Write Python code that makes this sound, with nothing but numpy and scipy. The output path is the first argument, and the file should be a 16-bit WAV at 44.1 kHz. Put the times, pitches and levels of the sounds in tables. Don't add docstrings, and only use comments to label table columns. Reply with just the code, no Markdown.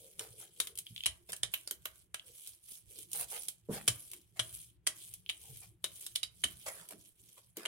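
import sys
import numpy as np
from scipy import signal
from scipy.fft import rfft, irfft, next_fast_len
from scipy.io import wavfile
from scipy.ndimage import uniform_filter1d, map_coordinates

SR = 44100
rng = np.random.default_rng(int(sys.argv[2]) if len(sys.argv) > 2 else 0)


def waveform_to_disk(signal):
    frames = np.transpose(np.atleast_2d(signal))
    scaled = np.clip(frames, -1, 1) * 32767
    samples = np.round(scaled).astype(np.int16)
    wavfile.write(sys.argv[1], SR, samples)


N = 338247


def amp(db):
    return 10 ** (np.asarray(db) / 20)


def unit(x):
    return x / np.sqrt(np.mean(x ** 2) + 1e-20)


def peaked(x, size=176):
    return x / np.sqrt(uniform_filter1d(x ** 2, size).max(1, keepdims=True))


def read(points, hz):
    f, value = np.transpose(points)
    return np.interp(np.log(hz + 1), np.log(f + 1), value)


def smooth(x, first, second, axis=-1):
    return uniform_filter1d(uniform_filter1d(x, first, axis=axis), second, axis=axis)


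def add(mix, s, sound):
    start = max(round(s * SR), 0)
    part = mix[:, start:][:, :sound.shape[1]]
    part += sound[:, :part.shape[1]]


# f/Hz, left-right correlation
PORT_LIKENESS = [(200, 0.66), (400, 0.89), (750, 0.63), (3000, 0.16), (9000, 0.087)]


def paired(z, hz):
    same = np.clip(read(PORT_LIKENESS, hz), -1, 1)
    return np.array([z[0], same * z[0] + np.sqrt(1 - same ** 2) * z[1]])


def coloured(x, spectrum):
    size = next_fast_len(N)
    hz = np.fft.rfftfreq(size, 1 / SR)
    filtered = paired(rfft(x, size), hz) * amp(read(spectrum, hz))
    return unit(irfft(filtered, size)[:, :N])


def causal(gain):
    log_gain = np.log(np.maximum(gain, 1e-5))
    both_sides = np.r_[log_gain, log_gain[-2:0:-1]]
    return np.exp(np.conj(signal.hilbert(both_sides)))[:len(gain)]


def snaps(per_s, spread_db):
    happens = rng.random(N) < per_s / SR
    sizes = amp(spread_db * np.minimum(rng.exponential(1, N), 5)) * happens
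    power = signal.lfilter([1], [1, -np.exp(-1 / 14)], sizes ** 2)
    return unit(np.sqrt(power) * rng.standard_normal((2, N)))


def patches(depth_db, size=400):
    return amp(depth_db * unit(smooth(rng.standard_normal(N), size, size)))


def lumpy(x, depth_db, size, order=1024):
    z = signal.stft(x, nperseg=order)[2]
    across_bands = uniform_filter1d(rng.standard_normal(z.shape[1:]), size, axis=0)
    lumps = unit(uniform_filter1d(across_bands, 4, axis=1))
    return unit(signal.istft(z * amp(depth_db * lumps), nperseg=order)[1][:, :N])


BELL = 1.92


def bell(t, peak_s, rise_s, fall_s):
    distance = np.maximum((peak_s - t) / rise_s, (t - peak_s) / fall_s)
    return np.exp(-np.minimum(distance, 20) ** BELL)


def clicks(rows, colour, crack_s, scatter_db, tilt_db=0, scatter_s=0.013, size=2048):
    t, hz, out = np.arange(size) / SR, np.fft.rfftfreq(size, 1 / SR), np.zeros((2, N))
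    shape = np.hypot(np.exp(-t / crack_s), amp(scatter_db) * np.exp(-t / scatter_s))
    body = causal(amp(read(colour, hz) + tilt_db * np.log2(hz + 1)))
    for s, db in rows:
        noise = rng.choice([-1., 1.], (2, size)) * shape
        click = irfft(paired(rfft(noise), hz) * body)
        add(out, s, peaked(click) * amp(db))
    return out


# f/Hz, relative level/dB per Hz
AIR_SPECTRUM = [(20, -23.5), (120, 3.5), (240, -4.5), (450, -2), (1100, -6), (3000, -5), (4700, -21.5),
                (9800, -21.5), (16000, -28.5)]
AIR_DB = -87.5


def background():
    return amp(AIR_DB) * coloured(rng.standard_normal((2, N)), AIR_SPECTRUM)


# f/Hz, t60/s
ROOM_DECAY = [(150, 0.47), (1000, 0.37), (3000, 0.2), (9000, 0.18), (16000, 0.16)]


def room(x, wet_db=-13, build_s=0.0027):
    hz, t, z = signal.stft(rng.standard_normal((2, SR * 2 // 3)), SR, nperseg=256)
    decay = amp(-60 * t / read(ROOM_DECAY, hz)[:, None])
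    z = paired(z, hz[:, None]) * decay * (1 - np.exp(-t / build_s))
    tail = signal.istft(z, SR, nperseg=256)[1]
    tail = tail / np.linalg.norm(tail[0])
    return amp(wet_db) * signal.fftconvolve(x, tail, axes=1)[:, :N]


# t/s of top speed, run-up/s, slow-down/s,
# relative level/dB of paint sizzle, relative level/dB of table rumble
PUSHES = [(.057, 0.3, 0.11, -57.5, -68.5), (.201, 0.029, 0.24, -55.5, -73.5), (0.402, 0.02, 0.06, -50, -93),
          (.639, 0.08, 0.073, -53, -72), (0.913, 0.068, 0.24, -58.5, -70),
          (1.325, 0.048, 0.079, -59, -67.5), (1.54, 0.026, 0.11, -53.5, -80),
          (1.989, 0.18, 0.051, -61.5, -69.5), (2.28, 0.015, 0.017, -50, -92),
          (2.47, 0.18, 0.078, -52, -74.5), (2.729, 0.071, 0.062, -49.5, -80.5),
          (2.991, 0.087, 0.06, -51, -68.5), (3.217, 0.069, 0.025, -36, -63.5),
          (3.335, 0.051, 0.14, -45, -73), (3.742, 0.027, 0.034, -44, -62), (3.961, 0.18, 0.2, -51.5, -77),
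          (4.559, 0.14, 0.1, -49.5, -64.5), (5.014, 0.083, 0.13, -52, -67), (5.555, 0.2, 0.11, -52, -66.5),
          (6.005, 0.1, 0.13, -50.5, -68), (6.524, 0.13, 0.022, -51.5, -63), (6.681, 0.11, 0.15, -50.5, -68),
          (7.082, 0.3, 0.049, -62, -74.5), (7.311, 0.13, 0.16, -61.5, -72.5)]
RUMBLE_POWER = 0.13


def strokes(size=4000):
    t, power = np.linspace(0, N / SR, size), np.zeros((2, size))
    for peak_s, rise_s, fall_s, sizzle_db, rumble_db in PUSHES:
        speed = bell(t, peak_s, rise_s, fall_s)
        gains = np.array([amp(sizzle_db) * speed, amp(rumble_db) * speed ** RUMBLE_POWER])
        power += gains ** 2
    return [np.interp(np.arange(N) / SR, t, np.sqrt(p)) for p in power]


# f/Hz, relative level/dB per Hz
RUMBLE_SPECTRUM = [(18, -27), (45, -15), (62, 5.5), (95, -7.5), (118, 8.5), (142, -9.5), (170, 2),
                   (230, -25.5), (350, -10), (700, -47.5)]


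def rumble(rumbling, gain_db=-1):
    shaking = coloured(rng.standard_normal((2, N)), RUMBLE_SPECTRUM)
    return lumpy(shaking, depth_db=5.5, size=2) * amp(gain_db) * rumbling


# t/s, relative level/dB, centre of the blow f/Hz
PLATE_BLOWS = [(3.692, -35.5, 850), (0.907, -42, 146), (1.062, -36, 78), (1.437, -42, 94.5),
               (1.71, -47, 356), (3.688, -23.5, 378), (3.693, -26, 194), (3.883, -29.5, 100),
               (4.393, -38, 103), (6.443, -42.5, 74.5), (6.445, -41, 294), (6.926, -44.5, 270),
               (7.573, -35.5, 352), (7.66, -37.5, 490)]
# f/Hz, relative level/dB, t60/s
TABLE_MODES = [(60, -5, .25), (84, -9, .2), (119, -1, .26), (165, -1, .16), (206, -1, .18), (293, -4, .12),
               (331, -3, .11), (409, -3, .1), (446, -5, .1), (653, -5, .1)]


def thuds(octaves=0.46, rise_s=0.0034, gain_db=-6, puff_db=-9, puff_s=0.028):
    t, out = np.arange(SR // 3) / SR, np.zeros((2, N))
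    hz = np.fft.rfftfreq(len(t), 1 / SR) + 1
    for s, db, centre_hz in PLATE_BLOWS:
        blow = np.exp(-.5 * (np.log2(hz / centre_hz) / octaves) ** 2)
        ring = np.zeros(len(t))
        for f, mode_db, t60 in TABLE_MODES:
            decay = amp(mode_db - 60 * t / t60)
            ring += decay * np.interp(f, hz, blow) * np.sin(2 * np.pi * f * t + rng.random())
        noise = paired(rfft(rng.standard_normal((2, len(t)))), hz)
        puff = unit(irfft(noise * blow)) * np.exp(-t / puff_s)
        onset = 1 - np.exp(-t / rise_s)
        add(out, s, (ring + amp(puff_db) * puff) * onset * amp(db + gain_db))
    return out


# t/s of the middle, half length/s, relative level/dB, pitch in the middle f/Hz
HOLLOW_RUBS = [(0.04, 0.086, -64.5, 510), (0.231, .05, -60, 447), (0.681, 0.1, -67, 433),
               (2.288, 0.03, -65.5, 457), (2.966, 0.07, -69, 442), (4.156, 0.04, -65, 360),
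               (0.393, 0.089, -68, 430), (5.467, 0.035, -70, 814), (5.491, 0.073, -73.5, 440),
               (5.529, 0.058, -57.5, 114), (6.95, 0.052, -64.5, 364)]
RUB_SAG_OCTAVES = 0.077


def rubs(width=0.31):
    out, uneven = np.zeros((2, N)), patches(depth_db=3.0, size=700)
    for s, half_s, db, hz in HOLLOW_RUBS:
        t = np.arange(max(-2 * half_s, -s), 2 * half_s, 1 / SR)
        pitch_hz = hz * 2 ** (-RUB_SAG_OCTAVES * t / half_s)
        turn = np.exp(2j * np.pi * np.cumsum(pitch_hz) / SR)
        r = np.exp(-np.pi * width * hz / SR)
        slips = paired(rng.standard_normal((2, len(t))), hz)
        note = (turn * signal.lfilter([1], np.poly([r, r]), slips / turn)).real
        add(out, s + t[0], unit(note) * bell(t, 0, half_s, half_s) * amp(db))
    return out * unit(uneven)


# t/s of the hardest drag, rise/s, fall/s, relative level/dB
DRAGS = [(0.203, 0.011, 0.054, -51), (.412, 0.016, 0.046, -63.5), (4.375, 0.013, 0.018, -60),
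         (1.293, 0.0027, 0.017, -48), (3.155, 0.01, 0.01, -46.5), (3.21, 0.034, 0.033, -46),
         (3.363, 0.041, 0.02, -49), (3.746, 0.026, 0.052, -46.5), (5.624, 0.0073, 0.034, -60.5),
         (6.666, 0.004, 0.035, -41.5), (6.78, 0.1, 0.073, -59.5), (6.92, 0.023, 0.019, -56),
         (7.381, 0.0075, 0.014, -58.5), (7.577, 0.011, 0.12, -54.5)]
# f/Hz, relative level/dB per Hz
DRAG_SPECTRUM = [(150, -43.5), (400, -4.5), (700, 1), (1100, -4), (2200, -3.5), (3200, -6.5), (6000, -11),
                 (9000, -4.5), (12500, -10), (16000, -20)]


def skids(gain_db=3, size=4000):
    jerky = snaps(per_s=10000, spread_db=2.0) + snaps(per_s=260, spread_db=3.0)
    slips = lumpy(coloured(jerky, DRAG_SPECTRUM), depth_db=4.5, size=5)
    t, power = np.linspace(0, N / SR, size), np.zeros(size)
    for peak_s, rise_s, fall_s, db in DRAGS:
        power += (amp(db) * bell(t, peak_s, rise_s, fall_s)) ** 2
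    return slips * np.interp(np.arange(N) / SR, t, np.sqrt(power)) * amp(gain_db)


# f/Hz, relative level/dB per Hz
THREAD_SPECTRUM = [(400, -19), (900, -26.5), (1900, -23.5), (2300, -11.5), (2750, -13), (3150, -4.5),
                   (3700, -10), (4700, -12), (7000, -9.5), (9600, 0), (11000, -3), (13000, -9),
                   (16000, -14.5)]


def paint(sizzling, ticks_db=-12, bright_db=-35):
    fine = snaps(per_s=5400, spread_db=3.5) * patches(depth_db=1.5)
    threads = fine + amp(ticks_db) * snaps(per_s=330, spread_db=2.0)
    sizzle = lumpy(coloured(threads, THREAD_SPECTRUM), depth_db=2.5, size=24, order=512)
    fizz = -unit(np.diff(sizzle, n=2, prepend=0, append=0)) - sizzle
    brightness = np.minimum(sizzling / amp(bright_db), 2)
    return (sizzle + brightness * fizz) * sizzling


# t/s, level/dB
STRAND_TICKS = [(.7548, -45), (.775, -37), (.7869, -32.5), (1.3206, -37), (1.3643, -42), (2.4735, -40.5),
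                (2.4915, -47), (2.9876, -41.5), (3.1164, -41), (3.1316, -31), (3.1715, -51), (3.2115, -41),
                (3.4336, -41), (3.4842, -29), (4.115, -40), (5.1385, -38), (6.888, -43), (6.908, -44)]


def ticks():
    return clicks(STRAND_TICKS, THREAD_SPECTRUM, crack_s=0.0028, scatter_db=-8, tilt_db=1.0)


# t/s, level/dB
FRAME_PINGS = [(.8672, -41), (.9625, -37.5), (.979, -38), (1.0065, -36.5), (1.029, -53), (1.0365, -33.5),
               (1.048, -42), (2.196, -42), (5.2623, -45), (5.2918, -31.5), (5.296, -28)]
# f/Hz, relative level/dB per Hz
PING_SPECTRUM = [(1500, -32), (3200, 4), (4000, -10), (5500, -21.5), (14000, -26)]


def pings():
    return clicks(FRAME_PINGS, PING_SPECTRUM, crack_s=.001, scatter_db=-18)


# t/s, level/dB, hollow body level/dB,
# frame ring level/dB, sharp edge level/dB, ring f/Hz, second strike level/dB relative to the first
AXLE_KNOCKS = [(0.194, -34, 2, -8, -1, 3420, -17), (0.6014, -24, 4.5, -6, 1, 3600, -13),
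               (0.6716, -38.5, 6, -4.5, 8, 3230, -7), (1.059, -22.5, 4.5, -2.5, -8, 3060, 1.5),
               (1.331, -34.5, 9, -9.5, -12, 2780, -9), (1.4328, -24.5, 10.5, -2.5, -4, 3700, -26),
               (1.5383, -27.5, 12, 5, 18, 2700, -3.5), (1.675, -36, 5.5, -6, 2, 4690, -24),
               (1.7103, -30, 4.5, -10, 11.5, 3130, -30), (1.8553, -32.5, 14, -1.5, 13.5, 2870, -12),
               (2.144, -34, 11, -1, 0.5, 2800, -21), (3.8784, -20.5, 4.5, -7.5, -1, 3220, 0.5),
               (4.134, -41.5, 4.5, -7.5, 10, 3150, -6.5), (4.3939, -25.5, 10.5, -2.5, -10, 3240, 1.5),
               (4.868, -23, 6.5, -8, -3.5, 3160, 7.5), (5.296, -34.5, 6.5, 4, -9, 3050, 0.5),
               (5.8421, -28, 8.5, -0.5, 1.5, 3700, -7.5), (6.0644, -37, 0.5, -6.5, 4, 3600, -6.5),
               (6.1544, -26, -1, -1.5, 0, 3700, 10), (6.2312, -29.5, 3, 2.5, -1, 4860, -7.5),
               (6.4379, -24, 9.5, -2, -5, 3000, 1.5), (7.5698, -38.5, 3.5, -11, 9.5, 3080, -15),
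               (7.654, -31, 19.5, 3.5, -3, 2930, 3)]
# f/Hz, width/Hz, level/dB over the broad clack
FRAME_MODES = [(642, 37, 8), (1090, 270, 5), (1460, 70, 3), (2254, 180, 7.5), (3070, 290, 15.5),
               (3870, 330, 11.5), (5850, 180, 6), (7070, 190, 9.5), (8930, 1900, 8.5)]
# f/Hz, relative level/dB per Hz
CLACK_SPECTRUM = [(100, -37), (400, -10.5), (870, -15.5), (1800, -5.5), (2700, -0.5), (4800, 0),
                  (6500, -1.5), (8500, 0), (10500, 4.5), (12500, -3), (16000, -11)]
REBOUND_S = 0.0042
RING_WIDTH_HZ, RING_DB = 540, 15


def clacks(crack_s=0.0025, scatter_s=0.014, scatter_db=-11.5, scuff_db=-22, scuff_s=0.0017,
           ripple_db=3, size=4096, lead=300):
    t, hz, out = (np.arange(size) - lead) / SR, np.fft.rfftfreq(size, 1 / SR), np.zeros((2, N))
    scuff = amp(scuff_db) * np.exp(-abs(t) / scuff_s)
    crack = np.where(t < 0, scuff, np.exp(-abs(t) / crack_s))
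    scatter = amp(scatter_db) * np.exp(-abs(t) / scatter_s) * (t > 0)
    for s, db, body_db, frame_db, edge_db, ring_hz, second_db in AXLE_KNOCKS:
        resonance = np.ones(len(hz))
        for f, width_hz, peak_db in [*FRAME_MODES, (ring_hz, RING_WIDTH_HZ, RING_DB)]:
            resonance += (amp(peak_db) - 1) / (1 + (2 * (hz - f) / width_hz) ** 2)
        tone = [(1600, body_db), (2700, frame_db), (3800, frame_db), (5000, 0), (10500, 0), (12600, edge_db)]
        frame = amp(read(CLACK_SPECTRUM, hz)) * resonance * amp(read(tone, hz))
        contact_db = ripple_db * unit(smooth(rng.standard_normal(len(hz)), 36, 20))
        shapes = []
        for first in (crack, scatter):
            second = amp(second_db) * np.interp(t - REBOUND_S, t, first)
            shapes.append(np.hypot(first, second))
        noise = rng.choice([-1., 1.], (2, 2, size)) * np.array(shapes)[:, None]
        direct, scattered = rfft(noise)
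        blow = paired(direct * causal(amp(contact_db)) + scattered, hz)
        add(out, s + t[0], peaked(irfft(blow * causal(frame))) * amp(db))
    return out


# t/s, position from -1 left to 1 right
ROLLER_PLACE = [(.2, 0.34), (.6, -0.15), (1.1, 0.61), (3.4, 1), (3.85, 0.11), (4.9, 0.26), (5.3, -0.38),
                (5.85, -0.034), (6.2, 1), (7.3, 0.73), (7.67, 0.14)]
SHADE_DB, LAG_S = 3, 0.00021


def placed(x):
    n = np.arange(N)
    position = np.interp(n / SR, *np.transpose(ROLLER_PLACE))
    ports = []
    for port, side in zip(x, (position / 2, -position / 2)):
        delayed = map_coordinates(port, [n - side * LAG_S * SR], order=5)
        ports.append(delayed * amp(-side * SHADE_DB))
    return np.array(ports)


def scene():
    sizzling, rumbling = strokes()
    contact = thuds() + skids() + rubs() + rumble(rumbling)
    brayer = placed(clacks() + pings() + ticks() + paint(sizzling) + contact)
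    return brayer + room(brayer) + background()


EDGE_HZ = 16100


def record(dry):
    low_pass = signal.firwin(301, EDGE_HZ, window=("kaiser", 9), fs=SR)
    return signal.oaconvolve(dry, low_pass[None], "same")


dry = scene()
out = record(dry)
waveform_to_disk(out)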